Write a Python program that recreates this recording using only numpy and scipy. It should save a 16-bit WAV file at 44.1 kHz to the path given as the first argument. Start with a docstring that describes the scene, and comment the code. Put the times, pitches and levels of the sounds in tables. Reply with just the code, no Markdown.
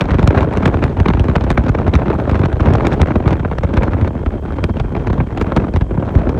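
"""Wind buffeting over a city road

Wind buffets a microphone held out of a vehicle on a city road. Eddies burst on its port as short
cracks of shaped noise and clicks, whose bass is delayed so that each falls like a thump. Under them
run a steady rush of flickering noise, tyre hiss and a faint whine of the drive in narrow noise bands,
and thin ticks of hiss high in the treble."""
import sys
import numpy as np
from scipy import signal
from scipy.fft import rfft, irfft, next_fast_len
from scipy.io import wavfile
from scipy.ndimage import uniform_filter1d

SR = 44100
rng = np.random.default_rng(int(sys.argv[2]) if len(sys.argv) > 2 else 0)


def convert_level_to_amplitude(level_db):
    """Map a level in decibels to its linear amplitude factor."""
    exponent = np.asarray(level_db, float) / 20
    return 10 ** exponent


def file_out(sig):
    """Save sig as 16-bit WAV at sys.argv[1]."""
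    # one column per channel
    cols = np.atleast_2d(sig).T
    # limit, then scale
    lim = np.clip(cols, -1, 1)
    pcm = np.round(lim * 32767).astype(np.int16)
    wavfile.write(sys.argv[1], SR, pcm)


N = 281799  # length in samples
SIZE = next_fast_len(N + SR)  # filter length in samples, with room for tails
HZ = np.maximum(np.arange(SIZE // 2 + 1) * SR / SIZE, 1)
BANDS_HZ = 32 * 2 ** np.arange(0, 9.5, 2 / 3)  # two thirds of an octave apart

# the four parts of an eddy, from bass to treble
THUMP_HZ, BODY_HZ, CRACK_HZ, EDGE_HZ = 75, 400, 1800, 6000
PARTS_HZ = THUMP_HZ, BODY_HZ, CRACK_HZ, EDGE_HZ

# Gust strength at the port, joined by straight lines: time_s, strength_db
GUST_STRENGTH = [(0.0, 1.5), (0.32, 3), (1.46, -3.5), (2.1, 1.5), (2.55, 0.5), (2.75, 8), (2.93, 4),
                 (3.08, 2), (3.59, -6.5), (3.81, 0.5), (4.27, -8), (4.55, -5), (5.2, -5), (5.66, 1),
                 (5.82, -13), (5.91, -3), (6.19, 1), (6.39, 1.5)]
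# Strong eddies, before the port colours them: peak_s, crack_db, thump_db, sharpness_db (edge over crack)
STRONG_EDDIES = [(0.01, -14, -7, -8), (0.0169, -19.5, -16, -12), (0.057, -27.5, -27, -15),
                 (0.108, -21, -7.5, -13.5), (0.1443, -22, -6, -14.5), (0.186, -24, -5, -15),
                 (0.194, -21, -17, -14.5), (0.229, -27.5, -1, -3.5), (0.276, -14.5, -3.5, -3.5),
                 (0.348, -21, -13.5, -20.5), (0.362, -29, -6, -13.5), (0.378, -13.5, -19.5, -23),
                 (0.408, -22.5, -9.5, -8), (0.43, -25, -33, -10), (0.473, -32.5, -13, -37.5),
                 (0.537, -30, -8.5, -6), (0.573, -20.5, -10, -7), (0.627, -27.5, -9.5, -15.5),
                 (0.658, -11, -4, -12), (0.664, -29, -12, -13.5), (0.678, -21.5, -6, -13),
                 (0.742, -19.5, -7.5, -23), (0.826, -19.5, -17, -21), (0.84, -16.5, -6, -8),
                 (0.97, -27.5, -12.5, -19), (1.0016, -21, -2, -8), (1.06, -15.5, -12, -22),
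                 (1.0854, -15, -8, -10), (1.103, -21, -11.5, -20), (1.137, -23.5, -8.5, -15),
                 (1.1733, -27, -15, -23), (1.1968, -21.5, -3.5, -6), (1.242, -27, -21, -11),
                 (1.253, -37.5, -18, -7.5), (1.286, -23, -11, -18), (1.2988, -27.5, -22, -11.5),
                 (1.3566, -17.5, -5, -15.5), (1.3624, -18.5, -6.5, -12.5), (1.41, -25, -8.5, -14),
                 (1.44, -24.5, -8, -8.5), (1.504, -16.5, -10, -6.5), (1.5077, -21.5, -5, -17.5),
                 (1.5155, -23.5, -24, -7), (1.577, -14.5, -7, -19), (1.594, -30.5, -10, -12.5),
                 (1.639, -28.5, -13, -14.5), (1.665, -27, -15.5, -16.5), (1.685, -27.5, -15.5, -10),
                 (1.693, -22.5, -3.5, -11.5), (1.75, -20.5, -22, -23.5), (1.788, -23.5, -13, -20),
                 (1.867, -24, -17.5, -20), (1.879, -26, -11, -14), (1.939, -17, -5, -10.5),
                 (1.954, -16.5, -1, -8.5), (2.019, -24.5, -19.5, -31), (2.082, -26, -16.5, -21.5),
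                 (2.103, -20.5, -17.5, -19.5), (2.2011, -28, -13.5, -15.5), (2.296, -21, -31, -14),
                 (2.314, -24.5, -3.5, -10.5), (2.346, -25.5, -14.5, -19.5), (2.3555, -20.5, -11.5, -19),
                 (2.376, -33.5, -40, -14), (2.394, -26, -8.5, -15), (2.4364, -18.5, -13, -22.5),
                 (2.452, -27, -14.5, -11.5), (2.458, -20, -7.5, -11.5), (2.529, -27.5, -5.5, -11),
                 (2.606, -21, -4, -12), (2.659, -24.5, -11, -10.5), (2.673, -24.5, -11.5, -24),
                 (2.729, -31, -7, -31), (2.737, -22.5, -10, -5.5), (2.755, -23.5, -21.5, -7),
                 (2.771, -38, -14.5, -11.5), (2.821, -39, -11.5, -7.5), (2.852, -19, -17, -21),
                 (2.8623, -31.5, -20, -17.5), (2.8695, -17, -8.5, -6), (2.917, -27, -14.5, -14.5),
                 (2.923, -24, -20.5, -16.5), (2.93, -24, -23.5, -9), (2.936, -27.5, -11, -8.5),
                 (2.942, -28.5, -20, -12), (3.004, -32, -12, -14.5), (3.017, -18, -5, -3),
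                 (3.03, -22, -16, -31), (3.085, -28.5, -14, -19), (3.158, -20, -5.5, -19),
                 (3.2596, -20.5, -5.5, -31.5), (3.278, -18.5, -13, -11.5), (3.308, -23, -12.5, -13),
                 (3.33, -21, -11, -11.5), (3.397, -27, -14.5, -19), (3.45, -23.5, -13, -28),
                 (3.515, -25.5, -13, -21), (3.585, -22, -25, -9), (3.636, -22, -11, -15),
                 (3.6465, -29, -26, -18), (3.707, -35.5, -17.5, -24), (3.7402, -25, -5.5, -10),
                 (3.77, -25, -3, -8.5), (3.7737, -18.5, -19, -16.5), (3.823, -27, -19, -24),
                 (3.8335, -20, -9, -12.5), (3.881, -25, -17, -33), (3.935, -24.5, -11, -21.5),
                 (4.013, -28, -7, -11.5), (4.023, -30.5, -9.5, -22.5), (4.047, -28.5, -19, -16.5),
                 (4.077, -30.5, -20, -7.5), (4.262, -27, -10.5, -20.5), (4.586, -25.5, -16, -24.5),
                 (4.641, -17, -8.5, -5.5), (4.695, -30.5, -10, -21), (4.77, -28, -17, -18),
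                 (4.8, -21.5, -6, -13), (4.9521, -24, -11.5, -26), (4.966, -28, -14, -19),
                 (5.073, -24.5, -14, -11), (5.101, -25, -10.5, -19), (5.131, -26.5, -12, -12),
                 (5.181, -29.5, -8.5, -22.5), (5.203, -21, -12.5, -32), (5.376, -22, -11.5, -13),
                 (5.414, -18.5, -7, -11), (5.521, -21, -17, -26), (5.565, -17, -14, -10),
                 (5.5711, -18, -11, -18), (5.739, -28, -7, -9), (5.762, -20, -6.5, -10),
                 (5.811, -24.5, -3.5, -15.5), (5.977, -30, -15, -45), (6.027, -29, -19, -41),
                 (6.056, -36.5, -13.5, -14), (6.153, -27, -1.5, -9), (6.272, -29, -10.5, -50),
                 (6.293, -24.5, -20.5, -12.5)]
# Colour the port gives to eddies and rush: band_hz, level_db
PORT_COLOUR = [(32, -24.5), (64, -6), (128, -6), (256, -4), (512, -3.5), (1024, -1), (2048, -2.5),
               (4096, -4), (8192, -12), (10300, -22), (13000, -22.5), (16000, -35)]
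# Tyres and air far from the port: band_hz, level_db
ROAD_COLOUR = [(64, -28.5), (256, -44.5), (1024, -66.5), (2048, -77), (4096, -70.5), (8192, -69),
               (13000, -77.5), (16000, -95.5)]
# Whines of the drive: pitch_hz, half_width_hz (at half amplitude), level_db
DRIVE_WHINES = [(3180, 89, -62.5), (6260, 60, -87.5)]
# Base strength of the wind, rows bass, middle, treble: level_db (at gust 0), growth_db_per_db (with gust)
WIND_GROWTH = [(-18.5, 0.5), (-22.5, 0.93), (-37.5, 0.95)]


def shape(x, response):
    """Filter by a frequency response."""
    return irfft(rfft(x, SIZE) * response, SIZE)[:N]


def unit_power(response):
    """Scale a response so that it passes white noise at its own power."""
    return response / np.sqrt(np.mean(response ** 2))


def band(hz):
    """Smooth band around hz; neighbours add up to a flat whole."""
    return np.cos(np.clip(np.log2(HZ / hz) * 3 / 2, -1, 1) * np.pi / 2) ** 2


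def at(hz, points_hz, values):
    """Values given at a few frequencies, read at hz on a log axis."""
    k = np.interp(np.log(hz), np.log(points_hz), np.arange(len(points_hz)))
    low = min(int(k), len(points_hz) - 2)
    return values[low] + (k - low) * (values[low + 1] - values[low])


def walk(rate_hz):
    """Random levels held for 1 / rate_hz seconds and slewed twice; spread near 1."""
    hold = int(SR / rate_hz)
    steps = np.repeat(rng.standard_normal(N // hold + 1), hold)
    return uniform_filter1d(uniform_filter1d(steps, hold), hold)[:N] * 4 / 3


def impulses(peak_s, size):
    """One-sample impulses of the given sizes."""
    x = np.zeros(N)
    np.add.at(x, (peak_s * SR).astype(int), size)
    return x


def burst(peak_s, size, width_s):
    """Envelope: each event swells to its peak and dies more slowly, a lopsided bell scaled by width_s."""
    t = np.arange(-SR // 20, SR // 20 + 1) / SR
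    bell = np.exp(-(t / (width_s * np.where(t < 0, .72, 1.05))) ** 2)
    # the fast convolution can dip a hair below zero
    return np.maximum(signal.fftconvolve(impulses(peak_s, size), bell, "same"), 0)


def tyre_hiss(noise):
    """Smooth noise of tyres and distant air, each band drifting slowly in level."""
    out = 0
    for hz in BANDS_HZ:
        level = convert_level_to_amplitude(at(hz, *np.transpose(ROAD_COLOUR)) + walk(2.1))
        out = out + level * shape(noise, unit_power(band(hz)))
    return out


def drive_whine(noise):
    """Narrow resonant peaks of noise that waver in level."""
    out = 0
    for pitch_hz, half_width_hz, level_db in DRIVE_WHINES:
        peak = 1 / (1 + ((HZ - pitch_hz) / half_width_hz) ** 2)
        out = out + convert_level_to_amplitude(level_db + 2.0 * walk(1.2)) * shape(noise, unit_power(peak))
    return out


def road():
    """Tyre hiss and drive whine, both carved from the same noise."""
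    noise = rng.standard_normal(N)
    return tyre_hiss(noise) + drive_whine(noise)


def ticks(count):
    """Sparse, faint, dry ticks around 11 kHz, each a millisecond or two of hiss."""
    place, chance = rng.random((count, 2)).T
    # most stay faint, a few stand out
    size = convert_level_to_amplitude(-67.5 - 9.5 * np.log(chance + .08))
    hiss = burst(place * (N - 1) / SR, size, width_s=0.00085) * rng.standard_normal(N)
    treble = np.exp(-(np.log2(HZ / 11000) * 1.5) ** 2)
    return shape(hiss, unit_power(treble))


def wind():
    """Bass, middle and treble strength of the wind in dB, following the gusts."""
    time_s = np.arange(N) / SR
    strength_db = np.interp(time_s, *np.transpose(GUST_STRENGTH))
    gust = np.array([db + growth * strength_db for db, growth in WIND_GROWTH])
    # the port turns slowly out of the airstream and the wind loses treble
    dulling_db_per_s = 0.45
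    gust[2] -= dulling_db_per_s * (time_s - N / 2 / SR)
    return gust


def rush_power(gust, flutter_db, hz):
    """Steady rush of air in one band: the wind's strength with a flicker shared by all bands and its own."""
    bass, middle, treble = gust
    rush_db = at(hz, PARTS_HZ, [bass - 6, middle - 4, treble - 11.5, treble - 28])
    return convert_level_to_amplitude(rush_db + flutter_db + 1.1 * walk(9)) ** 2


def small_eddies(gust, count, spread_db):
    """Many lesser eddies ride on the rush; the bigger, the brighter."""
    peak_s = rng.uniform(0, N / SR, count)
    size = np.minimum(rng.exponential(size=count), 1.9)
    colour_db = 3.4 * rng.standard_normal((count, 4)).T
    bass, middle, treble = gust[:, (peak_s * SR).astype(int)]
    base_db = np.array([bass - 10, middle - 5, treble - 6, treble - 27])
    brightening = np.array([[.6], [.9], [1.3], [1.5]])
    return peak_s, base_db + spread_db * size * brightening + colour_db


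def strong_eddies():
    """Listed eddies as levels of thump, body, crack and edge."""
    peak_s, crack, thump, sharp = np.transpose(STRONG_EDDIES)
    gust_db = np.interp(peak_s, *np.transpose(GUST_STRENGTH))
    # the body grows with the crack and with the gust, and thins as the eddy sharpens
    body = -8.5 + 0.44 * crack + 0.036 * gust_db - 0.11 * sharp
    return peak_s, np.array([thump, body, crack, crack + sharp])


def shreds(peak_s, db, count, reach_s):
    """Every strong eddy tears into a few weaker ticks close around it, mostly in its wake."""
    place, common, tilt = np.moveaxis(rng.standard_normal((len(peak_s), count, 3)), 2, 0)
    near_s = peak_s[:, None] + reach_s * (np.abs(place) * .7 - 0.3)
    near_s = np.clip(near_s, 0, (N - 1) / SR)
    # thump, body, crack and edge relative to the parent
    base_db = np.array([-23.0, -4.5, -7.5, -11.5])[:, None, None]
    tilt_db = np.array([-5.5, -1.0, -0.5, -2.0])[:, None, None]
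    weaker_db = base_db + 3 * common + tilt_db * tilt
    # a sharp eddy snaps cleanly, a dull one frays
    weaker_db = weaker_db - 1.23 * (db[3] - db[2] + 14)[:, None]
    shred_db = db[..., None] + np.minimum(weaker_db, -7)
    return near_s.ravel(), shred_db.reshape(4, -1)


def eddy_power(peak_s, size, fray, hz):
    """Turbulence of the eddies in one band: a quick burst inside a weaker, wider swell of rough air."""
    # small whirls pass faster than large ones
    quick = burst(peak_s, size ** 2, 0.0017 * (1000 / hz) ** 0.5)
    rough = burst(peak_s, (fray * size) ** 2, 0.0065 * (1000 / hz) ** 0.23)
    return quick + rough


def buffet(gust):
    """Eddies: a kick of pressure and a puff of turbulence in every band, on a flickering rush."""
    strong = strong_eddies()
    torn = shreds(*strong, count=4, reach_s=0.009)
    small = small_eddies(gust, count=1250, spread_db=4.5)
    peak_s, db = [np.concatenate(parts, axis=-1) for parts in zip(strong, torn, small)]
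    # a sharp eddy has little rough air around it, a dull one much
    fray = convert_level_to_amplitude(-15.5 - 0.59 * np.clip(db[3] - db[2] + 6.5, -6, 12))
    # strong eddies pull on the membrane, the others go either way
    sign = np.where(rng.random(len(peak_s)) < .5, -1, 1)
    sign[:len(STRONG_EDDIES)] = -1
    # above the body, every eddy rings a little differently from band to band
    tint_db = 1.62 * rng.standard_normal((len(BANDS_HZ), len(peak_s)))
    tint_db = tint_db * (BANDS_HZ[:, None] > BODY_HZ)
    noise = rng.standard_normal(N)
    flutter_db = 3.65 * walk(45) + 2.3 * walk(140)
    out = 0
    for hz, tint in zip(BANDS_HZ, tint_db):
        response = band(hz)
        size = convert_level_to_amplitude(at(hz, PARTS_HZ, db) + tint - 0.57)
        power = eddy_power(peak_s, size, fray, hz) + rush_power(gust, flutter_db, hz)
        puff = shape(noise * np.sqrt(power), unit_power(response))
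        kick = shape(impulses(peak_s, sign * size), response / np.mean(response))
        # kicks rule the bass, yet a dry click stays at the heart of even the finest puff
        share = 0.37 + 0.57 / (1 + (hz / 700) ** 2.33)
        colour = convert_level_to_amplitude(at(hz, *np.transpose(PORT_COLOUR)))
        out = out + colour * (puff * (1 - 0.5 * share) + 1.346 * share * kick)
    return out


def scene():
    """Wind on the port over the road."""
    return (road() + ticks(count=110) + buffet(wind()))[None]


def roll_off(x):
    """The treble ends steeply here."""
    return signal.sosfilt(signal.butter(12, 15900, fs=SR, output="sos"), x)


def record(dry):
    """A low cut makes the bass lag behind the treble, so each burst sweeps down; the loudest peaks clip."""
    lag_s = .03 / (1 + (HZ / 90) ** 1.7)
    # phase is the running sum of the delay over frequency
    lag = np.exp(-2j * np.pi * np.cumsum(lag_s) * SR / SIZE)
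    low_cut = 1 / np.sqrt(1 + (45 / HZ) ** 6)
    # the port swallows a little near the top
    dip = 1 - 0.54 * np.exp(-(np.log2(HZ / 10800) / 0.29) ** 2)
    swept = shape(dry[0], low_cut * dip * lag)
    ceiling = .93  # of full scale
    clipped = swept / (1 + (swept / ceiling) ** 8) ** (1 / 8)
    return roll_off(clipped[None])


dry = scene()
out = record(dry)
file_out(out)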